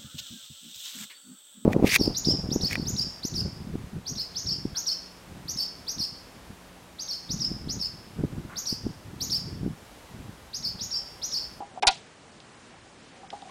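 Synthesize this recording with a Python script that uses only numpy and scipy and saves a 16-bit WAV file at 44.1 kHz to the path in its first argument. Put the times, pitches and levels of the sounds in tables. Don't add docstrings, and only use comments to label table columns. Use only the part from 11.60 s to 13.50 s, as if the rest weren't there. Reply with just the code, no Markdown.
import sys
import numpy as np
from scipy import signal
from scipy.fft import rfft, irfft
from scipy.io import wavfile
from scipy.ndimage import uniform_filter1d

SR = 44100
rng = np.random.default_rng(int(sys.argv[2]) if len(sys.argv) > 2 else 0)


def generate_wav(signal):
    frames = np.transpose(np.atleast_2d(signal))
    scaled = np.clip(frames, -1, 1) * 32767
    pcm = np.round(scaled).astype(np.int16)
    wavfile.write(sys.argv[1], SR, pcm)


def field_ratio(decibels):
    return 10 ** (np.asarray(decibels, dtype=float) / 20)


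N = 83790
T = np.arange(N) / SR
HZ = np.maximum(np.arange(N // 2 + 1) * SR / N, 1)


def unit(x):
    return x / np.sqrt(np.mean(x ** 2))


def tint(x, centre_hz, octaves):
    hz = np.maximum(np.arange(len(x) // 2 + 1) * SR / len(x), 1)
    bell = np.exp(-.5 * (np.log2(hz / centre_hz) / octaves) ** 2)
    return irfft(rfft(x) * bell, len(x))


def ring(modes, gains, size):
    t = T[:size]
    out = np.zeros(size)
    for gain, (hz, db, t60_s) in zip(gains, modes):
        out += gain * field_ratio(db) * np.sin(2 * np.pi * hz * t) * field_ratio(-60 * t / t60_s)
    return out


def linger(power, t60_s):
    keep = field_ratio(-120 / t60_s / SR)
    return np.sqrt(signal.lfilter([1 - keep], [1, -keep], power))


def walk(rate_hz):
    hold = int(SR / rate_hz)
    steps = np.repeat(rng.standard_normal(N // hold + 1), hold)
    smooth = uniform_filter1d(uniform_filter1d(steps, hold), hold)
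    return unit(smooth[:N])


def add(out, start_s, x):
    i = int(start_s * SR)
    out[i:i + len(x)] += x[:N - i]


# frequency in Hz, level in dB per Hz.
HISS_SPECTRUM = [(15, -63), (25, -15), (113, -3.5), (241, -1.5), (295, -5), (769, -9), (829, -9),
                 (7420, -21), (10300, -27), (13400, -54), (22000, -120)]
HISS_DB = -51.5


def hiss():
    hz, db = np.transpose(HISS_SPECTRUM)
    shape = field_ratio(np.interp(np.log(HZ), np.log(hz), db))
    out = np.zeros(N)
    for centre_hz in 2. ** np.arange(4, 15):
        octave = np.cos(np.pi / 2 * np.clip(np.log2(HZ / centre_hz), -1, 1))
        noise = irfft(rfft(rng.standard_normal(N)) * shape * octave, N)
        out += noise * field_ratio(1.1 * walk(14))
    return field_ratio(HISS_DB) * unit(out)


# frequency in Hz, level in dB, t60 in seconds.
DRUM_MODES = [(282, -3, 0.017), (400, -2.5, 0.062), (530, 0, 0.019), (688.6, -0.5, 0.16), (824, 4.5, 0.13),
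              (847, -2.5, .1), (951, 2.5, 0.055), (970, -2.5, 0.16), (1137, 0, .05)]
# start in seconds, peak in dB, pitch in Hz, t60 in seconds.
PAW_KNOCKS = [(.0028, -38, 540, 0.0093), (.004, -38, 317, 0.052), (.005, -28.5, 818, 0.11),
              (.0203, -28, 798, 0.053), (.104, -49.5, 765, 0.21), (.159, -42.5, 680, 0.095),
              (.172, -46, 1020, .03), (.1745, -27, 742, 0.065), (.2255, -19, 714, 0.034),
              (.2325, -15.5, 817, 0.024), (.236, -31, 394, 0.046), (.249, -19, 793, 0.026),
              (.262, -29, 806, 0.04), (.272, -18.5, 713, .1), (.278, -17.5, 990, 0.066),
              (.2872, -14, 769, 0.062), (1.136, -46.5, 760, 0.056), (1.261, -49.5, 788, 0.052),
              (1.553, -55, 770, 0.037), (1.632, -39.5, 795, 0.037), (1.642, -45, 759, 0.17),
              (1.7275, -31.5, 763, 0.023), (1.7312, -28.5, 797, 0.026), (1.7368, -32, 836, 0.019),
              (1.769, -53, 760, 0.079), (1.823, -35.5, 796, 0.033), (1.853, -41.5, 751, 0.086),
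              (1.872, -43.5, 775, .16), (1.893, -43.5, 1070, .06)]
OTHER_MODES_DB, SWELL_S, PUSH_S = -20, .001, .0004


def knocks():
    out, size = np.zeros(N), 8000
    push = np.sin(np.pi * np.clip(T[:100] / PUSH_S, 0, 1)) ** 2
    swell = 1 - np.exp(-T[:size] / SWELL_S)
    for start_s, db, hz, t60_s in PAW_KNOCKS:
        signs = np.sign(rng.standard_normal(len(DRUM_MODES)))
        note = ring([(hz, 0, t60_s)], [1], size)
        others = ring(DRUM_MODES, signs * field_ratio(OTHER_MODES_DB), size)
        x = np.convolve((note + others) * swell, push)
        add(out, start_s, field_ratio(db) * x / np.abs(x).max())
    return out


ROOM_T60_S, ROOM_DB, ROOM_HZ, ROOM_OCT = 0.29, -16, 3630, 0.7
DRUM_ROOM_DB = -23


def echo(drum, hard):
    noise = unit(tint(rng.standard_normal(N), ROOM_HZ, ROOM_OCT))
    hard_echo = field_ratio(ROOM_DB) * noise * linger(hard ** 2, ROOM_T60_S)
    tail = rng.standard_normal(N) * field_ratio(-60 * T / ROOM_T60_S)
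    tail /= np.sqrt(np.sum(tail ** 2))
    return hard_echo + field_ratio(DRUM_ROOM_DB) * signal.fftconvolve(drum, tail)[:N]


# frequency in Hz, level in dB, t60 in seconds.
RIM_MODES = [(1412, 3, .09), (1588, 0, .07), (1960, -5, .06), (2460, -6, .05), (2590, -6, .05),
             (2870, -7, .045), (3200, -7, .03), (3500, -3, .045), (3845, -4, .04), (4060, -4, .035),
             (4590, -2, .04), (5230, -4, .03), (5700, -4, .025), (6850, -3, .02)]
# start in seconds, level in dB, rattle in ms, brightest Hz, ring share 0-1.
STAND_CLACKS = [
    (0.2246, -27.5, 8.2, 2610, 0.33),
    (.233, -24.5, 1.7, 1670, .2),
    (0.2696, -12.5, 12.8, 4650, 0.64),
    (0.2758, -31.5, 6.7, 4760, 0.83),
    (0.2846, -17, 3.7, 3320, 0.42),
]
CLICKS_PER_S, CLICK_SCATTER_DB, CLACK_OCT = 3000, 3, .9
CRACK_T60_S = 0.037


def clacks():
    out, size, lead = np.zeros(N), 8192, 88
    t = T[:size]
    for start_s, db, rattle_ms, top_hz, ring_share in STAND_CLACKS:
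        hit = rng.random(size) < CLICKS_PER_S / SR
        clicks = hit * field_ratio(CLICK_SCATTER_DB * rng.standard_normal(size)) * rng.choice([-1, 1], size)
        clicks[0] = 2
        clicks *= np.exp(-(t / (rattle_ms / 1000)) ** 4)
        crack = np.zeros(size)
        for hz in (1200, 2400, 4800, 9600):
            band = tint(rng.standard_normal(size), hz, .4) / hz ** .25
            crack += band * linger(clicks ** 2, CRACK_T60_S * 3000 / hz)
        signs = np.sign(rng.standard_normal(len(RIM_MODES)))
        rim = signal.fftconvolve(clicks, ring(RIM_MODES, signs, size))[:size]
        x = ring_share * unit(rim) + (1 - ring_share) * unit(crack)
        x = tint(np.roll(x * (t < .15), lead), top_hz, CLACK_OCT)
        rattle_rms = np.sqrt(np.sum(x ** 2) / (rattle_ms / 1000 * SR))
        add(out, start_s - lead / SR, field_ratio(db) * x / rattle_rms)
    return out


THUMP_S, THUMP_DB, THUMP_MS = .271, -22.5, 4.26


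def thump():
    u = np.clip((T - THUMP_S) / (THUMP_MS / 1000), 0, None)
    return field_ratio(THUMP_DB) * u * np.exp(1 - u) * (1 - u / 2)


# start in seconds, peak in dB, brightest Hz, width in octaves, t60 in seconds.
CLAW_TICKS = [
    (.803, -34, 3500, .5, .014),
    (1.397, -47, 6000, .4, .02),
    (1.7035, -27.5, 3100, .62, .026),
    (1.733, -43, 3500, .5, .03),
    (1.8205, -38, 3900, .25, .02),
    (1.895, -44, 2700, .3, .03),
]


def ticks():
    out, size, lead = np.zeros(N), 2048, 88
    for start_s, db, top_hz, octaves, t60_s in CLAW_TICKS:
        x = .45 * rng.standard_normal(size) * field_ratio(-60 * T[:size] / t60_s)
        x[0] = 3
        x = tint(np.roll(x, lead), top_hz, octaves)
        add(out, start_s - lead / SR, field_ratio(db) * x / np.abs(x).max())
    return out


ROLL_FROM_S, ROLL_RISE_S, ROLL_DB, ROLL_HISS_DB = 1.486, 0.39, -52.5, -53.5
ROLL_HZ, ROLL_T60_S = 748, 0.069


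def rolling():
    rise = np.clip((T - ROLL_FROM_S) / ROLL_RISE_S, 0, 1)
    grit = rng.standard_normal(N) * field_ratio(3.8 * walk(39.9))
    note = ring([(ROLL_HZ, 0, ROLL_T60_S)], [1], 8000)
    drum = unit(signal.fftconvolve(grit, note)[:N])
    rustle = unit(tint(grit, 1700, 1.5))
    return rise * (field_ratio(ROLL_DB) * drum + field_ratio(ROLL_HISS_DB) * rustle)


def scene():
    drum = knocks()
    hard = clacks() + ticks()
    return (hiss() + drum + echo(drum, hard) + hard + thump() + rolling())[None]


# start in seconds, end in seconds, low Hz, high Hz, gain in dB.
STARVED_BANDS = [(.199, .222, 680, 12000, -30), (.236, .266, 3900, 12000, -16),
                 (.245, .266, 2400, 12000, -12), (.258, .266, 2000, 12000, -20),
                 (.283, .306, 6300, 12000, -8), (.29, .306, 4600, 12000, -8),
                 (.298, .305, 5000, 12000, -14), (.333, .34, 6200, 12000, -12),
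                 (.788, .799, 4500, 7000, -8), (1.677, 1.692, 2700, 4400, -9),
                 (1.683, 1.699, 3200, 4900, -18)]


def starve(x):
    for start_s, end_s, lo_hz, hi_hz, db in STARVED_BANDS:
        gate = np.clip(np.minimum(T - start_s, end_s - T) / .003 + .5, 0, 1)
        window = np.clip(np.minimum(HZ - lo_hz, hi_hz - HZ) / 250 + .5, 0, 1)
        x = x - gate * (1 - field_ratio(db)) * irfft(rfft(x) * window, N)
    return x


HOLE_SHARE, HOLE_FROM_HZ, HOLE_DB = .08, 4000, -14


def punch_holes(x):
    hz, _, z = signal.stft(x, SR, nperseg=512)
    holes = rng.random((40, 200)) < HOLE_SHARE
    holes = np.repeat(np.repeat(holes, 7, axis=0), 2, axis=1)[:len(hz), :z.shape[2]]
    quiet = (np.abs(z[0]).max(axis=0) < field_ratio(-50)) & (hz[:, None] > HOLE_FROM_HZ)
    return signal.istft(z * np.where(holes & quiet, field_ratio(HOLE_DB), 1), SR)[1][:, :N]


def top_cut(x):
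    return signal.sosfilt(signal.butter(12, 10440, fs=SR, output="sos"), x)


CEILING, TOP_HZ = .56, 10130


def record(dry):
    x = CEILING * 1.2 * np.tanh(dry / CEILING / 1.2)
    x = punch_holes(starve(x))
    x = irfft(rfft(x) * field_ratio(np.clip((TOP_HZ - HZ) / 5, -45, 0)), N)
    return top_cut(x)


dry = scene()
out = record(dry)
generate_wav(out)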